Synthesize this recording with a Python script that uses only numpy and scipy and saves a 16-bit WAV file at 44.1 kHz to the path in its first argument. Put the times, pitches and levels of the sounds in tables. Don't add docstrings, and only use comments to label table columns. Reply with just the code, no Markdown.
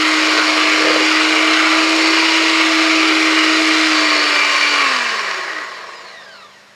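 import sys
import numpy as np
from scipy import signal
from scipy.fft import rfft, irfft, next_fast_len
from scipy.io import wavfile
from scipy.ndimage import uniform_filter1d, minimum_filter1d, map_coordinates

SR = 44100
rng = np.random.default_rng(int(sys.argv[2]) if len(sys.argv) > 2 else 0)


def inscribe(sig):
    pcm = np.round(np.clip(np.atleast_2d(sig).T, -1, 1) * 32767)
    wavfile.write(sys.argv[1], SR, pcm.astype(np.int16))


N = 297675

# centre_hz, width_hz, gain_db
BODY_MODES = [(587, 93, 6.5), (654.4, 19, 10), (800, 100, -0.5), (992, 64, 5.5), (1108, 140, 3.5),
              (1222, 410, 1), (1895, 130, 10.5), (2355, 250, 5), (2930, 210, 3.5), (4073, 540, 6.5),
              (4680, 310, 3.5), (5430, 630, 6.5), (6570, 450, 5.5), (7000, 590, 2), (7340, 1850, 6.5),
              (9070, 1300, 3.5)]
# centre_hz, width_hz, gain_db
CAGE_MODES = [(1067, 22, 4), (1142, 20, 3), (1192, 24, 5), (1710, 35, 3), (1965, 34, 4.5), (2050, 28, 3),
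              (2127, 30, 5), (2254, 26, 3), (2361, 22, 3.5), (2410, 22, 4.5), (2450, 30, 4.5),
              (2671, 45, 3.5), (2831, 45, 4), (2923, 28, 4)]
# freq_hz, level_db
BATTER_SPECTRUM = [(30, -57), (85, -42), (130, -24.5), (180, -22.5), (270, -9.5), (380, 1.5), (600, -4.5),
                   (800, -5), (1200, -9.5), (3000, -65.5)]
# freq_hz, level_db
SOFT_KNOCK_SPECTRUM = [(100, -102), (500, -33.5), (850, -2), (1100, -6.5), (1250, 9), (1400, 1), (1600, 5),
                       (1830, -3), (2300, -10), (3500, -32), (8000, -37)]
# freq_hz, level_db
HARD_KNOCK_SPECTRUM = [(200, -52.5), (950, -23), (1300, 10.5), (1550, -11), (1780, -13.5), (2000, 3),
                       (2800, 1.5), (3400, -6), (5000, -20.5), (10000, -45)]
# freq_hz, level_db
BRUSH_SPECTRUM = [(300, -70), (2000, -6), (3500, 0.5), (5000, -1.5), (6500, -12.5), (9000, -19),
                  (12500, -28.5), (14000, -46)]
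# freq_hz, level_db
ROOM_SPECTRUM = [(20, -28), (45, -24), (80, -4), (130, -6), (200, -3), (300, -1.5), (600, -5), (1900, 6),
                 (4700, -11), (8100, -18.5), (13500, -24)]
# order (multiple of rotor speed), level_db (relative)
WHINE_ORDERS = [(24, -6.5), (36, -18), (48, -6.5), (72, -9.5)]
# start_s, level_db (relative)
BOWL_KNOCKS = [(0.743, -14), (0.804, -17), (0.823, -12), (0.846, -9), (0.871, -6), (0.904, -8.5),
               (0.941, -11), (0.96, -9), (1.007, -9.5)]
# pitch_hz, level_db (mean, relative), t60_s
BOWL_MODES = [(179, -25, 0.18), (498, 3.5, 0.061), (555, -10, 0.033), (1160, -16, .02)]
# start_s, level_db (peak before the band filter)
CLACKS = [(0.377, -6), (0.387, -6), (0.85, -7), (0.873, -6), (1.258, -5), (1.308, -6), (1.339, -7),
          (1.539, -5), (1.6, -5), (3.17, -7), (3.37, -8), (4.131, -7), (4.448, -7), (5.092, -9),
          (5.194, -11), (5.312, -14), (5.345, -13), (5.532, -17), (5.587, -15), (6.223, -28)]
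# freq_hz, gain_db
CLACK_SPECTRUM = [(200, -35), (700, -12), (1200, 0), (2500, 0), (3500, -9), (5500, -13), (12000, -42)]
# centre_s, length_s, pitch_hz, level_db
SWELLS = [(0.39, 0.13, 1460, -20), (0.853, 0.11, 1720, -20.5), (0.903, 0.22, 522, -24.5),
          (0.975, 0.54, 4695, -26), (1.3, .12, 4330, -31), (1.6, 0.36, 1410, -22),
          (2.073, .11, 4580, -23.5), (2.227, 0.18, 4680, -24.5), (2.52, 0.4, 3380, -30.5),
          (3.378, 0.12, 2900, -22), (4.007, 0.13, 4540, -23), (4.172, 0.11, 4420, -27)]
# pitch_hz, level_db (rms)
MAINS_TONES = [(118.4, -74), (145.3, -69), (199.2, -62), (247.6, -69)]
# time_s, speed_hz (before waver)
ROTOR_SPEED = [(0.05, 312.4), (0.42, 310.7), (1.5, 315.4), (2.35, 323.2), (2.9, 319), (3.5, 315.8),
               (3.82, 317), (4.4, 294.4), (4.77, 291.2)]
# order (multiple of rotor speed), level_db (relative)
BUZZ_ORDERS = [(3, 4), (4, 1), (5, -4), (8, 1), (10, 0), (11, -2), (12, -8), (15, -6), (18, -10)]
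# centre_hz, width_hz, gain_db
STEEL_LOW_MODES = [(1085, 18, 6), (1113, 14, -16), (1706, 18, -11.5), (1920, 350, -5)]
# centre_hz, width_hz, gain_db
STEEL_HIGH_MODES = [(2353, 10.3, 11), (2850, 95, -5), (2780, 37, -21), (4504, 110, -3)]
# centre_hz, width_hz, gain_db
FRAME_MODES = [(1220, 130, -5), (1400, 140, -4), (1600, 140, 1), (1850, 160, 2), (2700, 260, -7),
               (3100, 240, -7), (3650, 380, -2), (4250, 420, -3), (4900, 300, -7), (5450, 240, -6),
               (7000, 220, 6)]
# freq_hz, gain_db
BUZZ_RADIATION = [(330, -22), (500, -7), (860, -12), (945, -10), (970, 5), (1010, -3), (1060, 8),
                  (1130, 10.5), (1165, 2), (1195, 3), (1240, -5), (1380, -4), (1460, 6), (1600, -8),
                  (1800, -12), (2360, -1.5), (2900, -1.5), (6500, -2)]
# centre_hz, width_hz, gain_db
BOWL_AIR_MODES = [(656, 14, 0)]
# time_s, lift (0 buried, 1 clear)
LIFT = [(0, 0.38), (1.7, .05), (2.25, 0.51), (2.75, 0.054), (3.4, 0.25), (4.1, 0.95), (5, 0.91)]
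# time_s, level_db (rms)
SHAKE = [(0.08, -21), (0.4, -23), (1.1, -20.5), (2.05, -20), (2.3, -23.5), (2.9, -19), (3.95, -19.5),
         (4.55, -33.5), (4.95, -25)]
# centre_s, length_s, churn_rise_db, rattle_rise_db (negative eases off)
STROKES = [(0.36, 0.11, 3.5, 0), (0.818, 0.62, 3.5, 1), (1.39, 0.099, 3.5, 1), (1.69, 0.69, 1.5, 1),
           (2.07, 0.34, 2.5, 0.5), (3.458, 0.097, -0.5, 0.5), (4.798, 1, -2.5, 0.5)]
# freq_hz, gain_db
SECOND_RADIATION = [(200, -30), (285, -20), (310, 0), (335, -5), (375, 2), (415, 2), (430, -6), (452, 4),
                    (485, -7), (520, 3), (550, -6), (583, -2), (596, 7), (613, -5), (635, 1)]
# freq_hz, gain_db
WHIRR_SPECTRUM = [(1100, -12), (1600, -1), (2000, 1), (2800, -1), (3400, -6), (4600, -3), (5500, -7),
                  (7200, -13), (10000, -30)]

FULL_SPEED_HZ = 312
COAST_S, FRICTION_HZ_PER_S = 2.4, 78
GEAR_RATIO = 19
STIR_S = 1.1

SHAKE_POWER = 7.3
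SECOND_DB, SECOND_POWER = -38.5, 0.6
BUZZ_DB, BUZZ_POWER, BUZZ_LIFT_DB = -38.5, 2.7, 10
BATTER_DB, BATTER_POWER = -27.5, 1.14
FAN_DB, FAN_POWER, FAN_LIFT_DB = -21, 2.75, 0.13
BRUSH_DB, BRUSH_POWER = -39.5, 0.53
RATTLE_DB, RATTLE_POWER, RATTLE_KNEE_HZ, RATTLE_LIFT_DB = -21.5, 3.07, 194, 1.53
WHINE_DB, WHINE_POWER, WHINE_KNEE_HZ = -46, 2.8, 50
WHIRR_DB, WHIRR_POWER, WHIRR_ATTACK_S = -27, 2.2, .15

HARD_DB, HARD_POWER, SOFTEST_DB = 6, 2.1, -6
STROKE_SOFTENS = 0.23
RING_LOW_DB, RING_LOW_LIFT_DB, RING_LOW_POWER = -13, 14.5, -0.13
RING_HIGH_DB, RING_HIGH_LIFT_DB, RING_HIGH_POWER = -23.5, 22, 0.69
WORN_SHARE = .25
DEPTH, DEPTH_PER_DB, DEPTH_LIFTED = 1, -0.04, 0.15
PATCHY_DB = 1.0
WHINE_FLUTTER_DB, WHINE_FLUTTER_KNOTS_PER_S = 2, 30
CLACK_T60_S = .016
SWELL_WIDTH_HZ = 180
TOP_HZ = 13850


def amp(db):
    return 10 ** (np.asarray(db) / 20)


def unit(x):
    return x / np.sqrt(np.mean(x ** 2) + 1e-20)


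def along(points, hz):
    f, v = np.transpose(points)
    return np.interp(np.log(hz + 1), np.log(f + 1), v)


def curves(rows):
    s, *cols = np.transpose(rows)
    return [np.interp(np.arange(N) / SR, s, c) for c in cols]


def wobble(rate):
    knots = rng.standard_normal(int(N * rate / SR) + 4)
    return map_coordinates(knots, [np.arange(N) * rate / SR])


def coloured(x, gain_db):
    m = 2 * next_fast_len(N // 2 + SR // 4)
    cepstrum = irfft(np.log(amp(gain_db(np.fft.rfftfreq(m, 1 / SR)))), m)
    cepstrum[1:m // 2] *= 2
    cepstrum[m // 2 + 1:] = 0
    return irfft(rfft(x, m) * np.exp(rfft(cepstrum)), m)[:N]


def ringing(x, modes):
    m = next_fast_len(N + SR // 4)
    f = np.fft.rfftfreq(m, 1 / SR)
    response = sum(amp(db) * 1j * f * w / (c * c - f * f + 1j * f * w) for c, w, db in modes)
    return irfft(rfft(x, m) * response, m)[:N]


def housing(x, spectrum):
    def gain_db(hz):
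        modes_db = sum(db / (1 + (2 * (hz - c) / w) ** 2) for c, w, db in BODY_MODES + CAGE_MODES)
        return along(spectrum, hz) + modes_db
    return unit(coloured(x, gain_db))


def kitchen(x, t60, wet_db):
    t = np.arange(SR // 2) / SR
    tails = rng.standard_normal((2, len(t))) * amp(-60 * t / t60) * (t > .002)
    here, there = signal.fftconvolve(x[None], tails / np.linalg.norm(tails[0]), axes=1)[:, :N]
    place = 2 * np.pi * np.arange(N) / SR / STIR_S
    return unit(x + amp(wet_db) * (np.cos(place) * here + np.sin(place) * there))


def shifting(x):
    z = signal.stft(x, nperseg=512)[2]
    field = rng.standard_normal(z.shape)
    for _ in range(2):
        field = uniform_filter1d(field, size=3, axis=0)
        field = uniform_filter1d(field, size=24, axis=1)
    return signal.istft(z * amp(PATCHY_DB * unit(field)), nperseg=512)[1][:N]


def impacts(turns, scatter, spread_db):
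    beats = np.arange(1, int(turns[-1]))
    late, size, sign = rng.standard_normal((len(beats), 3)).T
    at = np.interp(beats + scatter * late, turns, np.arange(N)).astype(int)
    blows = np.sign(sign) * amp(spread_db * np.clip(size, -2, 2))
    return unit(np.bincount(at, blows, N))


def slowing_db(hz):
    return 20 * np.log10(hz / FULL_SPEED_HZ)


def below_knee_db(hz, knee_hz, order=8):
    return -20 / order * np.log10(1 + (knee_hz / hz) ** order)


def rotor():
    coasting_s = np.maximum(np.arange(N) / SR - ROTOR_SPEED[-1][0], 0)
    brake_hz = FRICTION_HZ_PER_S * COAST_S
    steady_hz = (curves(ROTOR_SPEED)[0] + brake_hz) * np.exp(-coasting_s / COAST_S) - brake_hz
    hz = np.maximum(steady_hz, 1) * (1 + .002 * wobble(22))
    return hz, np.cumsum(hz) / SR


def beater_load(turns, depth_db, count=8):
    angle = 2 * np.pi * turns / GEAR_RATIO
    pattern = 0
    for k in range(1, count + 1):
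        phase = rng.uniform(0, 2 * np.pi) + 0.089 * wobble(1.87)
        pattern = pattern + np.cos(k * angle + phase) / k ** 0.045
    return amp(depth_db * unit(pattern))


def stirring():
    t = np.arange(N) / SR
    return sum(np.outer(rises, np.exp(-(2 * (t - s) / length) ** 2)) for s, length, *rises in STROKES)


def background():
    t = np.arange(N) / SR
    air = unit(coloured(rng.standard_normal(N), lambda f: along(ROOM_SPECTRUM, f)))
    mains = sum(np.sqrt(2) * amp(db) * np.sin(2 * np.pi * hz * t) for hz, db in MAINS_TONES)
    return amp(-48.5) * air + mains


def hum(hz, turns, lift):
    angle, slow_db = 2 * np.pi * turns, slowing_db(hz)
    first_db = curves(SHAKE)[0] + SHAKE_POWER * slow_db + 0.46 * wobble(24.96)
    first = amp(first_db) * np.sin(angle)
    second_db = SECOND_DB + SECOND_POWER * slow_db + 1.2 * wobble(7) + 1.5 * wobble(30)
    second = amp(second_db) * np.sin(2 * angle + 0.1 * wobble(35))
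    second = coloured(second, lambda f: along(SECOND_RADIATION, f))
    buzz = sum(amp(db + 1.2 * wobble(14)) * np.sin(k * angle + .5 * wobble(35)) for k, db in BUZZ_ORDERS)
    buzz = coloured(buzz, lambda f: along(BUZZ_RADIATION, f))
    buzz_db = BUZZ_DB + BUZZ_LIFT_DB * lift + BUZZ_POWER * slow_db
    return np.sqrt(2) * (first + second) + amp(buzz_db) * buzz


def worn_teeth(turns, count=4):
    late, size = rng.standard_normal((2, count * GEAR_RATIO))
    beats = np.arange(1, int(count * turns[-1]))
    tooth = beats % len(size)
    at = np.interp((beats + .3 * late[tooth]) / count, turns, np.arange(N)).astype(int)
    return unit(np.bincount(at, size[tooth], N))


def gears(hz, turns, load, lift, stroke_db, strain_db):
    slow_db = slowing_db(hz)
    level_db = RATTLE_DB + strain_db + RATTLE_LIFT_DB * lift + 0.43 * wobble(7.8)
    level_db = level_db + RATTLE_POWER * below_knee_db(hz, RATTLE_KNEE_HZ)
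    hardness_db = HARD_DB - STROKE_SOFTENS * stroke_db + HARD_POWER * slow_db
    hardness_db = np.maximum(hardness_db, SOFTEST_DB) + 0.23 * wobble(11)

    loose = impacts(4 * turns, scatter=.3, spread_db=4.5)
    teeth = np.sqrt(1 - WORN_SHARE) * loose + np.sqrt(WORN_SHARE) * worn_teeth(turns)
    teeth = teeth / np.sqrt(np.abs(hz) / hz.max())
    force = kitchen(load * (unit(teeth) + .5 * rng.standard_normal(N)), t60=0.27, wet_db=-10.0)
    soft = housing(force, SOFT_KNOCK_SPECTRUM)
    hard = housing(np.roll(force, SR // 500), HARD_KNOCK_SPECTRUM)

    low_gain = amp(RING_LOW_DB + RING_LOW_LIFT_DB * lift + RING_LOW_POWER * slow_db)
    high_gain = amp(RING_HIGH_DB + RING_HIGH_LIFT_DB * lift + RING_HIGH_POWER * slow_db)
    low_force = load * housing(rng.standard_normal(N), SOFT_KNOCK_SPECTRUM)
    high_force = load * housing(rng.standard_normal(N), BRUSH_SPECTRUM)
    low_ring = unit(ringing(low_force, STEEL_LOW_MODES))
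    high_ring = unit(ringing(high_force, STEEL_HIGH_MODES))
    rattle = soft + low_gain * low_ring + amp(hardness_db) * (hard + high_gain * high_ring)
    return amp(level_db) * rattle / np.sqrt(1 + low_gain ** 2)


def brushes(hz, turns, load, lift):
    slow_db = slowing_db(hz)
    scrape = rng.standard_normal(N) * (1 + 0.066 * np.cos(2 * np.pi * turns))
    sparks = impacts(3 * turns, scatter=.3, spread_db=-4.5)
    force = kitchen(load * (scrape + 0.5 * sparks), t60=0.068, wet_db=-8.5)
    fan_gain = amp(FAN_DB + FAN_LIFT_DB * lift + FAN_POWER * slow_db)
    brush_gain = amp(BRUSH_DB + BRUSH_POWER * slow_db)
    return np.hypot(fan_gain, brush_gain) * amp(0.22 * wobble(13)) * housing(force, BRUSH_SPECTRUM)


def whine(hz, turns):
    unsteady = turns + .005 * wobble(170)
    tone = 0
    for k, db in WHINE_ORDERS:
        gain = amp(db + WHINE_FLUTTER_DB * wobble(WHINE_FLUTTER_KNOTS_PER_S))
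        tone = tone + gain * np.sin(2 * np.pi * k * unsteady + .2 * wobble(260))
    muffled = signal.sosfilt(signal.butter(4, 5400, fs=SR, output="sos"), tone)
    level_db = WHINE_DB + WHINE_POWER * below_knee_db(hz, WHINE_KNEE_HZ)
    return amp(level_db) * ringing(kitchen(muffled, t60=.25, wet_db=-9), FRAME_MODES)


def batter(hz, turns, load, lift, stroke_db):
    slaps = impacts(turns, scatter=0.592, spread_db=2.5)
    force = kitchen(load * (slaps + 0.96 * rng.standard_normal(N)), t60=0.37, wet_db=-3.0)
    deep = housing(force, BATTER_SPECTRUM) + amp(-8.5) * unit(ringing(force, BOWL_AIR_MODES))
    high_pass = signal.butter(3, 520, "high", fs=SR, output="sos")
    skim = housing(signal.sosfilt(high_pass, np.roll(force, SR // 10)), BATTER_SPECTRUM)
    depth = DEPTH + DEPTH_PER_DB * stroke_db - DEPTH_LIFTED * lift
    depth = np.clip(depth * hz / FULL_SPEED_HZ, 0, 1)
    level_db = BATTER_DB + stroke_db + BATTER_POWER * slowing_db(hz)
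    return amp(level_db) * (depth * deep + np.sqrt(1 - depth ** 2) * skim)


def clacks():
    out, t = np.zeros(N), np.arange(SR // 20) / SR
    gain = amp(along(CLACK_SPECTRUM, np.fft.rfftfreq(4096, 1 / SR)))
    for s, db in CLACKS:
        burst = rng.standard_normal(len(t)) * amp(-60 * t / CLACK_T60_S)
        blow = irfft(rfft(burst, 4096) * gain)[:len(t)]
        out[round(s * SR):][:len(t)] += amp(db) * blow / np.abs(blow).max()
    return signal.sosfilt(signal.butter(3, [500, 8000], "band", fs=SR, output="sos"), out)


def swells():
    out, t = np.zeros(N), np.arange(N) / SR
    for s, length, hz, db in SWELLS:
        band_hz = [hz - SWELL_WIDTH_HZ / 2, hz + SWELL_WIDTH_HZ / 2]
        band = signal.butter(2, band_hz, "band", fs=SR, output="sos")
        envelope = np.exp(-(2 * (t - s) / length) ** 2)
        out += amp(db) * envelope * unit(signal.sosfilt(band, rng.standard_normal(N)))
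    return out


def bowl():
    out, t = np.zeros(N), np.arange(SR // 5) / SR
    onset = 1 - np.exp(-t / 0.00035)
    for s, db in BOWL_KNOCKS:
        ring = 0
        for hz, level_db, t60 in BOWL_MODES:
            decay = amp(level_db + rng.normal(0, 2.7) - 60 * t / t60)
            ring = ring + decay * np.sin(2 * np.pi * hz * t)
        out[round(s * SR):][:len(t)] += amp(db - 6.0) * ring * onset
    return signal.sosfilt(signal.butter(3, 170, "high", fs=SR, output="sos"), out)


def whirr(hz, turns, count=40):
    comb = 0
    for k in range(7, count):
        comb = comb + amp(3 * wobble(14)) * np.sin(2 * np.pi * (k * turns + rng.uniform()))
    comb = unit(coloured(comb, lambda f: along(WHIRR_SPECTRUM, f)))
    coasting = np.clip((np.arange(N) / SR - ROTOR_SPEED[-1][0]) / WHIRR_ATTACK_S, 0, 1)
    return coasting * amp(WHIRR_DB + WHIRR_POWER * slowing_db(hz)) * comb


def scene():
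    hz, turns = rotor()
    load, lift = beater_load(turns, depth_db=1.0), curves(LIFT)[0]
    stroke_db, strain_db = stirring()
    rattle = gears(hz, turns, load, lift, stroke_db, strain_db)
    roar = shifting(rattle + brushes(hz, turns, load, lift))
    mixer = hum(hz, turns, lift) + roar + whirr(hz, turns) + whine(hz, turns) + clacks() + swells()
    return (mixer + batter(hz, turns, load, lift, stroke_db) + bowl() + background())[None]


def record(dry, target_db=-14.0, ceiling=.87):
    loudness = np.sqrt(np.abs(uniform_filter1d(dry ** 2, size=SR // 6)) + 1e-12)
    even = dry * np.sqrt(np.minimum(amp(target_db) / loudness, 1))
    needed = ceiling / np.maximum(np.abs(even), ceiling)
    duck = uniform_filter1d(minimum_filter1d(needed, size=SR // 100), size=SR // 100)
    m = next_fast_len(N + SR // 4)
    passband = np.fft.rfftfreq(m, 1 / SR) < TOP_HZ
    return irfft(rfft(even * duck, m) * passband, m)[..., :N]


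dry = scene()
out = record(dry)
inscribe(out)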